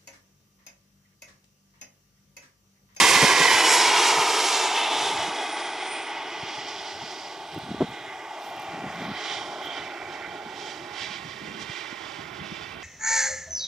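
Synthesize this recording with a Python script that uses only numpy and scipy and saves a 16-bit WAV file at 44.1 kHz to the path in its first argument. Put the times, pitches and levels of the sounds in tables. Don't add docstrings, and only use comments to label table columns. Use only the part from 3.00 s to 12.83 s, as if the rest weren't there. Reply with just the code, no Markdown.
import sys
import numpy as np
from scipy import signal
from scipy.fft import rfft, irfft, next_fast_len
from scipy.io import wavfile

SR = 44100
rng = np.random.default_rng(int(sys.argv[2]) if len(sys.argv) > 2 else 0)


def to_wav(sig):
    pcm = np.clip(np.atleast_2d(sig), -1, 1) * 32767
    pcm = np.round(pcm).astype(np.int16)
    wavfile.write(sys.argv[1], SR, pcm.T)


N = 433503
CUTOFF_HZ = 15300
FRAME, HOP = 1024, 256
TIME = np.arange(N) / SR
FRAME_S = np.arange(N // HOP + 2) * HOP / SR
BIN_HZ = np.maximum(np.arange(FRAME // 2 + 1) * SR / FRAME, 1)[:, None]
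ABSORBED_ABOVE_HZ = 1640
NEAR_UNTIL_S, NEAR_FADE_S = 0.5, 0.79

# time in seconds, level in dB.
BREEZE_LEVEL = [(0, -41), (.45, -52), (.9, -54), (1.5, -72), (2.22, -50.5), (2.45, -68), (3.0, -66.5),
                (3.35, -61), (4.4, -60), (4.82, -46.5), (5.3, -67.5), (5.95, -48), (6.25, -58.5),
                (8.05, -53.5), (8.55, -51), (8.9, -61), (9.33, -47.5), (9.83, -51)]
# frequency in Hz, relative level in dB.
BREEZE_COLOUR = [(20, -34), (45, -17), (70, -5), (110, 0.5), (180, 0.5), (280, -7.5), (450, -32),
                 (800, -30), (2000, -65)]
# middle in seconds, length in seconds, rms in dB before the last high-pass.
BUFFETS = [(.01, 0.036, -33), (0.165, 0.027, -34), (0.235, 0.045, -23.5), (0.411, 0.039, -34),
           (1.187, 0.0363, -42), (2.284, 0.022, -41), (3.434, 0.014, -38.5), (4.033, 0.037, -46),
           (4.565, 0.0095, -34), (4.58, 0.016, -34), (4.668, 0.024, -45), (4.694, .013, -37),
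           (4.708, 0.009, -34), (4.718, 0.014, -30), (4.747, 0.0084, -29.5), (4.832, 0.0079, -28),
           (4.844, .014, -32), (4.893, 0.012, -44), (5.744, 0.036, -42.5), (5.841, 0.011, -33.5),
           (5.871, 0.031, -38.5), (6.094, 0.02, -35), (6.12, 0.018, -35.5), (7.47, 0.027, -46),
           (8.111, 0.026, -47), (8.255, 0.022, -45), (8.422, 0.024, -42), (8.699, 0.016, -39.5),
           (8.929, 0.013, -41), (9.193, 0.019, -42.5), (9.429, 0.16, -48.5), (9.524, 0.018, -37)]
# middle in seconds, length in seconds,
# vortices per second, top of the band in Hz, rms in dB before the last low-pass.
SHUDDERS = [(4.815, 0.026, 250, 510, -28.5), (5.82, .16, 170, 320, -48), (6.03, .23, 170, 320, -42.5),
            (8.531, 0.3, 207, 362, -47.5)]
# start in seconds, nominal level in dB.
TICKS = [(4.545, -39), (4.587, -37), (4.91, -46), (5.315, -47), (5.392, -43), (5.465, -42), (5.5, -42),
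         (5.566, -42), (5.598, -35), (5.62, -39), (5.63, -42), (5.655, -47), (5.71, -48), (6.66, -38)]
# middle in seconds, spread in seconds, rms at the crest in dB.
HISS_PATCHES = [(4.9, .015, -63), (5.47, 0.045, -58), (5.63, .04, -66), (6.05, .14, -65),
                (6.65, 0.027, -59.5)]
# time in seconds, corner in Hz, extra width in the low mids from 0 to 1.
STEREO_SPREAD = [(.5, 1900, 0.55), (.7, 4520, 0), (2.4, 4240, 0), (3.1, 2600, 0.1), (4.6, 1450, 0.14),
                 (5.9, 1400, 0.14), (6.4, 1100, 0.33), (7.3, 710, 0.5), (7.8, 506, 0.57), (8.2, 335.2, 0.9),
                 (9.83, 232, .9)]
# time in seconds, frequency in Hz.
WHINE_PITCH = [(0, 11165), (.55, 11100), (.75, 11050), (1.1, 10825), (1.3, 10620), (1.5, 10380),
               (1.7, 10200), (2.05, 9860), (2.5, 9365), (2.8, 9130), (3.1, 9020), (3.55, 8885),
               (5.27, 8900), (5.7, 9194), (5.9, 9323), (6.3, 9453), (6.9, 9485), (8.2, 9812), (9.83, 10627)]
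# time in seconds, level in dB before swells, fading and an overall offset.
WHINE_LEVEL = [(0, -39), (.35, -47), (.68, -35), (.9, -45), (1.05, -41), (1.16, -57), (1.45, -46),
               (1.62, -50.5), (1.71, -59), (1.8, -47), (1.92, -54), (2.3, -57), (2.5, -50.5), (2.7, -54),
               (2.92, -60), (3.35, -65), (4.2, -72), (4.7, -71.5), (5.3, -80), (5.7, -75), (5.9, -81),
               (6.15, -74), (6.5, -67), (7.1, -87), (9.83, -101)]
# middle in seconds, spread in seconds,
# centre in Hz, spread in octaves, change in dB.
SWELLS = [(.1, 0.019, 10000, 0.44, 4.5), (.73, 0.066, 7760, 0.37, 7.5), (1.07, 0.05, 7300, 0.42, 3.5),
          (1.18, 0.044, 7000, 1, -3), (1.53, 0.06, 6750, 0.84, 5.5), (.68, 0.15, 5850, .04, -3),
          (1.66, 0.061, 7000, 0.2, 4), (1.8, .08, 2800, .12, 6), (2.08, 0.075, 10000, .25, 5),
          (2.5, 0.19, 9300, 0.22, 3), (3.6, 0.63, 3840, 0.033, -7), (3.95, .45, 6330, .04, -2),
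          (1.9, 0.2, 3480, 0.07, 5), (1.88, 0.11, 3130, 0.33, 1.5), (2.06, 0.076, 6240, 0.82, 4.5),
          (2.6, .25, 2850, .05, -8), (2.97, 0.1, 9350, 0.19, 14.5), (2.95, .08, 2480, 0.11, 6),
          (3.7, 0.24, 5000, 0.52, 9.5), (4.2, 0.15, 5270, 0.33, 7.5), (4.58, 0.12, 7000, 0.1, -5),
          (5.1, 0.15, 2000, 0.27, 6.5), (5.12, .13, 2030, .06, 2.5), (6.98, 0.045, 2520, .08, 4),
          (9.0, 0.84, 1970, .06, -2.5), (9.7, 0.14, 2580, 0.066, 4), (8.2, .6, 4570, .02, 3.5),
          (5.21, 0.096, 3480, 0.36, -4.5), (5.85, 0.12, 4070, 0.51, -6.5), (6.31, 0.1, 4900, 1.08, 10),
          (6.31, .07, 3170, 0.1, -0.5), (6.1, 0.049, 7000, .3, -7.5), (6.4, .4, 2680, 0.085, -7),
          (6.5, 0.072, 2060, 0.5, -4), (6.68, 0.04, 3180, 0.13, 12.5), (6.78, 0.042, 3500, 1.1, 5),
          (7.02, 0.037, 3500, 0.42, -3.5), (7.15, 0.023, 6000, 1.3, 4.5), (7.25, 0.034, 1840, 0.33, 7),
          (7.38, .03, 3300, .5, 0.5), (7.66, 0.094, 6000, 0.93, 10), (7.79, 0.033, 3270, .5, -2.5),
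          (8.025, 0.056, 5000, 1.2, 13.5), (8.145, 0.028, 3800, 0.86, 9), (8.32, 0.041, 4500, 0.51, 3.5),
          (8.62, 0.015, 6500, 0.75, 10), (8.76, 0.048, 5970, 1.3, 9), (9.1, 0.087, 6000, .6, 4),
          (9.31, .02, 5000, .8, -3), (9.37, .018, 6500, 0.45, 0), (9.42, .015, 6500, .5, -7),
          (9.55, 0.12, 4460, 0.82, 6), (9.77, .025, 6500, 0.45, -5)]
# middle in seconds, spread
# in seconds, centre in Hz, spread in octaves, change in dB.
BLOOMS = [(.8, .25, 2400, 0.032, -3), (0.59, .1, 2970, 0.036, 4.5), (0.7, 0.14, 5370, 0.029, 5),
          (1, 0.091, 5620, .03, 3), (1, .12, 3260, .025, 2), (1, 0.16, 2330, .04, 3),
          (1.32, 0.28, 418, 0.11, 6), (1.14, 0.11, 1235, .04, 8), (5.3, 0.5, 1180, 0.046, 6),
          (6.85, 0.2, 2100, .06, 3.5), (7.8, 0.6, 840, 0.069, 7), (8.3, 0.23, 1050, 0.063, 5)]
# time in seconds, rumble band level in dB, roar band level in dB.
ROAR = [(0, -31, -27.5), (1.2, -36.5, -26), (1.65, -41.5, -25.5), (2.0, -40, -26.5), (2.5, -43, -33.5),
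        (3.1, -46.5, -37), (3.8, -48, -41.5), (5.0, -50.5, -45), (5.35, -50, -40), (6.6, -44, -37),
        (7.05, -47, -42), (7.7, -46.5, -43.5), (8.4, -52.5, -47.5), (9.0, -51, -42), (9.83, -51, -42.5)]
# time in seconds, rush band level in dB, absorption of the treble by the air in dB per kHz.
RUSH = [(0, -21, 0), (.45, -23.5, .5), (1.0, -21.5, 0.95), (1.25, -25.5, 0.3), (1.7, -29, 1),
        (2.3, -34, 1.53), (2.9, -35, 2.5), (3.2, -35.5, 3.5), (4.5, -46.5, 1.5), (5.45, -46, 2),
        (6.0, -36, 3), (7.4, -45.5, 2.5), (8.3, -43, 2.5), (8.9, -41, 3), (9.83, -45, 3)]
# low edge in Hz, high edge in Hz.
BANDS = [(300, 560), (560, 1300), (1300, 2700)]
# frequency in Hz, relative level in dB.
TREBLE = [(1870, -0.5), (3450, -3.5), (5740, -6.5), (8870, -12.5), (13000, -25.5)]
# time in seconds, spacing in Hz, nominal depth in dB.
PIPE = [(0, 548, 3.5), (.4, 535, 3.5), (.75, 495, 4), (1.05, 485, 3), (1.45, 467.6, 5), (2, 452, 2.5),
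        (2.35, 429, 6.5), (2.6, 427, 4), (3, 430, 3.5), (3.8, 425.5, 2), (4.6, 421, 3), (5.2, 423, 4),
        (5.7, 404, 5.5), (6.3, 405, 1.5), (6.9, 397, 5.5), (7.6, 398.5, 6), (8.3, 400, 6), (8.7, 408, 6.5),
        (9.2, 392, 2.5), (9.83, 401, 7)]
# time in seconds, share of direct sound from 0 to 1,
# hoot of the second resonance in dB, howl of the fourth in dB.
ASPECT = [(0, 0.65, 8, 4.5), (.5, 0.66, 7, 7), (.9, 0.71, 7, -3.5), (1.6, 0.75, 1.5, -6),
          (2.4, 0.091, 4.5, 0), (3.3, 0, 4.5, -2.5), (4.9, 0, 7.5, 3), (5.7, 0.47, 6.5, -4),
          (6.2, 0.085, 3, -1.5), (7.3, 0.27, 3.5, 2.5), (8.3, 0.29, -2, -3.5), (9.83, 0, -4.5, 0)]
# multiple of the spacing, width in multiples, change in dB.
EXHAUST = [(.92, .16, 4), (1.22, .13, -5.5), (2.0, .13, 2.5), (2.38, .11, -5.5), (2.72, .13, 0.5),
           (3.1, .13, -6), (3.5, .15, 2.5)]
# multiple of the spacing, width in multiples, change in dB.
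NEAR = [(1.12, .07, -3.5), (1.3, .07, 6), (2.27, .08, -4), (2.72, .14, -2.5), (3.13, .12, 11.5),
        (3.43, .08, -10), (4.55, .2, 4)]
# centre in Hz, width in Hz, change in dB.
SHELTER = [(345, 190, 1), (534, 28, -7), (735, 63, 0), (1375, 94, -1), (1722, 129, -7), (1966, 98, 3.5),
           (2240, 105, 1.5), (2720, 140, -2.5), (3190, 306, 5), (3940, 69, 3), (4290, 250, -3.5),
           (5740, 450, 1.5), (6420, 145, -7), (7200, 270, 1)]
# time in seconds, crest in Hz, height in dB.
SWISH = [(.5, 6000, 0.5), (.8, 5470, 0.5), (1.3, 4370, -1.5), (2.0, 3780, 3.5), (2.6, 3620, 1.5),
         (3.7, 4940, 0), (4.5, 4270, 7), (4.85, 4030, 8), (5.12, 3450, 6.5), (5.45, 3330, 2.5),
         (5.7, 2830, 4.5), (6.1, 3100, -3.5), (6.3, 3330, 3.5), (6.72, 3170, 0), (6.95, 2430, 4.5),
         (7.5, 2055, 3)]
# frequency in Hz, relative level in dB.
COLOUR = [(30, -56), (100, -25), (200, -19), (260, -7.5), (330, 0), (900, -1), (2000, -0.5), (3500, -1.5),
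          (6000, 1), (9000, 0.5), (11000, 2.5), (13000, -2.5), (15500, -19)]
# frequency in Hz, level in dB.
DIFFUSE = [(100, -86), (700, -97), (2000, -22.5), (5000, -11), (10000, -15), (14000, -13)]


def from_db(db):
    return 10 ** (np.asarray(db) / 20)


def rms_one(x):
    return x / np.sqrt(np.mean(x ** 2) + 1e-20)


def in_time(rows, at):
    s, *columns = np.transpose(rows)
    return [np.interp(at, s, column) for column in columns]


def at_hz(points, hz):
    point_hz, db = np.transpose(points)
    return np.interp(np.log(hz), np.log(point_hz), db)


def humps(rows, at):
    return sum(height * np.exp(-.5 * ((at - centre) / width) ** 2) for centre, width, height in rows)


def coloured(gain_at):
    size = next_fast_len(N)
    hz = np.maximum(np.arange(size // 2 + 1) * SR / size, 1e-3)
    spectrum = rfft(rng.standard_normal(size)) * gain_at(hz)
    return rms_one(irfft(spectrum, size)[:N])


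def drift(rate_hz):
    return coloured(lambda hz: 1 / (1 + (hz / rate_hz) ** 4))


def to_frames(x):
    padded = np.pad(x, (0, (len(FRAME_S) - 1) * HOP - len(x)))
    return signal.stft(padded, nperseg=FRAME, noverlap=FRAME - HOP)[2]


def noise_frames():
    return to_frames(rng.standard_normal((len(FRAME_S) - 1) * HOP) * np.sqrt(SR / 2))


def to_sound(frames):
    return signal.istft(frames, nperseg=FRAME, noverlap=FRAME - HOP)[1][..., :N]


def filtered(x, order, edge_hz, kind):
    return signal.sosfilt(signal.butter(order, edge_hz, kind, fs=SR, output="sos"), x)


def ports(left_minus_right_db):
    gains = from_db(np.array([left_minus_right_db, -left_minus_right_db]) / 2)
    return gains / gains.mean(axis=0)


def left_and_right(lean=0.38, low_mids_hz=1000, shade_db=-4.0, shade_hz=4000):
    corner_hz, extra = in_time(STEREO_SPREAD, FRAME_S)
    high_pass = 1 / (1 - 1j * corner_hz / BIN_HZ)
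    low_mids = extra / (1 + 1j * BIN_HZ / low_mids_hz)
    side = high_pass ** 2 * (lean + low_mids)
    shade = from_db(shade_db / (1 + (shade_hz / BIN_HZ) ** 2))
    gains = np.array([(1 - side) * shade, 1 + side])
    return gains / gains.mean(axis=0)


def self_noise(level_db=-64.5):
    return from_db(level_db) * rng.standard_normal((2, N))


def breeze(lump_db=3.5, lump_rate_hz=14.0):
    lumps = from_db(lump_db * drift(lump_rate_hz))
    rumble = coloured(lambda hz: from_db(at_hz(BREEZE_COLOUR, hz))) * lumps
    return from_db(in_time(BREEZE_LEVEL, TIME)[0]) * rms_one(rumble)


def buffets(low_hz=135, top_hz=340, doubling_db=20.5, usual_db=-29.5, rolloff_hz=75):
    out = np.zeros(N)
    for middle_s, length_s, db in BUFFETS:
        size = max(int(length_s * SR), 64)
        harder_top_hz = top_hz * 2 ** ((db - usual_db) / doubling_db)
        top = np.clip(harder_top_hz, 1.74 * low_hz, SR / 10)
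        eddy = filtered(rng.standard_normal(SR // 2), 2, [low_hz, top], "band")
        puff = rms_one(eddy[-size:] * signal.windows.tukey(size, .8))
        start = max(int(middle_s * SR) - size // 2, 0)
        out[start:start + size] += from_db(db) * puff
    return filtered(out, 2, rolloff_hz, "high")


def shudders(low_hz=140, jitter=0.19, strength_scatter_db=3.0, soften_hz=1150):
    out = np.zeros(N)
    for middle_s, length_s, shedding_hz, top_hz, db in SHUDDERS:
        size = int(length_s * SR)
        slip, strength = rng.standard_normal((2, 200))
        periods = np.arange(len(slip)) + .5 + jitter * slip
        at = (SR / shedding_hz * periods).astype(int)
        inside = (at >= 0) & (at < size)
        at, strength = at[inside], strength[inside]
        knocks = np.zeros(size + SR // 20)
        knocks[at] = from_db(strength_scatter_db * strength) * signal.windows.tukey(size, .5)[at]
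        body = filtered(knocks, 2, [low_hz, max(top_hz, 2 * low_hz)], "band")
        start = int(middle_s * SR) - size // 2
        out[start:start + len(body)] += from_db(db) * rms_one(body) * np.sqrt(len(body) / size)
    return filtered(out, 2, soften_hz, "low")


def wind():
    return to_sound(to_frames(breeze() + buffets() + shudders()) * left_and_right())


def ticks(decay_s=0.0011, low_hz=7000):
    out, age = np.zeros(N), TIME[:SR // 20]
    for s, db in TICKS:
        start = int(s * SR)
        burst = np.exp(-age / decay_s) * rng.standard_normal(len(age)) / 2
        out[start:start + len(age)] += from_db(db) * burst
    return filtered(out, 2, low_hz, "high")


def hiss_patches(low_hz=8500, grain_db=-1.0, grain_rate_hz=250.0):
    grains = rng.standard_normal(N) * from_db(grain_db * drift(grain_rate_hz))
    hiss = filtered(grains, 2, low_hz, "high")
    patches = [(s, spread_s, from_db(db)) for s, spread_s, db in HISS_PATCHES]
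    return humps(patches, TIME) * rms_one(hiss)


def swells_db(hz, at):
    total_db = 0
    for s, spread_s, centre_hz, octaves, db in SWELLS + BLOOMS:
        in_pitch = humps([(0.0095, octaves, 1)], np.log2(hz / centre_hz))
        total_db = total_db + humps([(s, spread_s, db)], at) * in_pitch
    return total_db


def shaft(level_db=-59.0, waver=0.00207, start_s=5.5, full_s=7.0, swell_share=0.96, order=3):
    hz = in_time(WHINE_PITCH, TIME)[0] / order * (1 + waver * drift(35))
    frame_hz = in_time(WHINE_PITCH, FRAME_S)[0] / order
    swell_db = np.interp(TIME, FRAME_S, swells_db(frame_hz, FRAME_S))
    throttle = np.interp(TIME, [start_s, full_s], [0, 1])
    gain = from_db(level_db + swell_share * swell_db + 3.2 * drift(9)) * throttle
    return gain * np.sin(2 * np.pi * np.cumsum(hz) / SR)


def whine(level_db=-2.0, waver=0.00071, scatter=0.24, scatter_hz=45, fading_db=2.1, pan_db=-12.5):
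    hz, = in_time(WHINE_PITCH, TIME)
    phase = 2 * np.pi * np.cumsum(hz * (1 + waver * drift(12.1))) / SR
    tone = np.sin(phase) * (1 + scatter * drift(scatter_hz)) + np.cos(phase) * scatter * drift(scatter_hz)
    frame_hz, = in_time(WHINE_PITCH, FRAME_S)
    swell_db = np.interp(TIME, FRAME_S, swells_db(frame_hz, FRAME_S))
    db = level_db + in_time(WHINE_LEVEL, TIME)[0] + swell_db + fading_db * drift(9.3)
    return from_db(db) * rms_one(tone) * ports(pan_db)[:, None]


def mixing_noise_db():
    low, high = np.transpose(BANDS)
    rush_db, absorption = in_time(RUSH, FRAME_S)
    band_db = np.array(in_time(ROAR, FRAME_S) + [rush_db])
    density_db = band_db - 10 * np.log10(high - low)[:, None]
    log_centres = np.log(low * high) / 2
    blend = [np.interp(np.log(BIN_HZ[:, 0]), log_centres, row) for row in np.eye(len(low))]
    absorbed_khz = np.maximum(BIN_HZ - ABSORBED_ABOVE_HZ, 0) / 1000
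    plume_db = np.transpose(blend) @ density_db + at_hz(TREBLE, BIN_HZ)
    return plume_db - absorption * absorbed_khz + swells_db(BIN_HZ, FRAME_S)


def resonances_db(pipe_fade_hz=5200, even_above_hz=1800, end_shift=0.2, depth=1.05,
                  hoot_order=1.88, hoot_width=0.31, howl_order=3.72, howl_width=0.33):
    direct, hoot_db, howl_db = in_time(ASPECT, FRAME_S)
    spacing_hz, depth_db = in_time(PIPE, FRAME_S)
    multiple = BIN_HZ / spacing_hz
    reach = 1 / (1 + (BIN_HZ / pipe_fade_hz) ** 2) / (1 + (even_above_hz / BIN_HZ) ** 6)
    comb = depth * depth_db * reach * np.cos(2 * np.pi * (multiple + end_shift))
    strongest = humps([(hoot_order, hoot_width, hoot_db), (howl_order, howl_width, howl_db)], multiple)
    closeness = np.clip(1 - (FRAME_S - NEAR_UNTIL_S) / NEAR_FADE_S, 0, 1)
    lowest = humps(EXHAUST, multiple) + closeness * humps(NEAR, multiple)
    shelter = (1 - direct) * humps(SHELTER, BIN_HZ)
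    return comb + strongest + lowest + shelter


def swish_db(width=0.14, notch_ratio=1.17, notch_share=0.46):
    crest_hz, db = in_time(SWISH, FRAME_S)
    crest = (1, width, db)
    notch = (notch_ratio, width * notch_ratio, -notch_share * db)
    return humps([crest, notch], BIN_HZ / crest_hz)


def rafters(echo_db=-6.5, first_s=.0025, last_s=.009, stretch=0.9, above_hz=2000, count=24):
    pipe_hz = in_time(PIPE, FRAME_S)[0]
    delays_s = first_s + (last_s - first_s) * (np.arange(count) + rng.random(count) / 2) / count
    grid_hz = np.arange(0, SR, 10)
    signs = rng.choice([-1, 1], count)
    echoes = np.exp(-2j * np.pi * grid_hz[:, None] * delays_s) @ signs / np.sqrt(count)
    reflected = from_db(echo_db) * grid_hz ** 2 / (grid_hz ** 2 + above_hz ** 2)
    ripple = np.abs(1 + reflected * echoes)
    lengthening = (pipe_hz[0] / pipe_hz) ** stretch
    return np.interp(BIN_HZ * lengthening, grid_hz, ripple)


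def exhaust(flutter_db=0.7, flutter_rate_hz=15.0, flutter_hz=4000):
    shaking = np.interp(FRAME_S, TIME, drift(flutter_rate_hz))
    flutter = flutter_db * np.sqrt(BIN_HZ / flutter_hz) * shaking
    spectrum_db = mixing_noise_db() + resonances_db() + swish_db() + at_hz(COLOUR, BIN_HZ) + flutter
    gain = from_db(spectrum_db) * rafters()
    direct = noise_frames() * left_and_right()
    opposite_signs = np.array([1, -1])[:, None, None]
    diffuse = noise_frames() * from_db(at_hz(DIFFUSE, BIN_HZ)) * opposite_signs
    return to_sound(gain * (direct + diffuse))


def scene():
    return self_noise() + wind() + ticks() + hiss_patches() + shaft() + whine() + exhaust()


def record(dry):
    return signal.sosfilt(signal.ellip(10, .2, 80, CUTOFF_HZ, fs=SR, output="sos"), dry)


dry = scene()
out = record(dry)
to_wav(out)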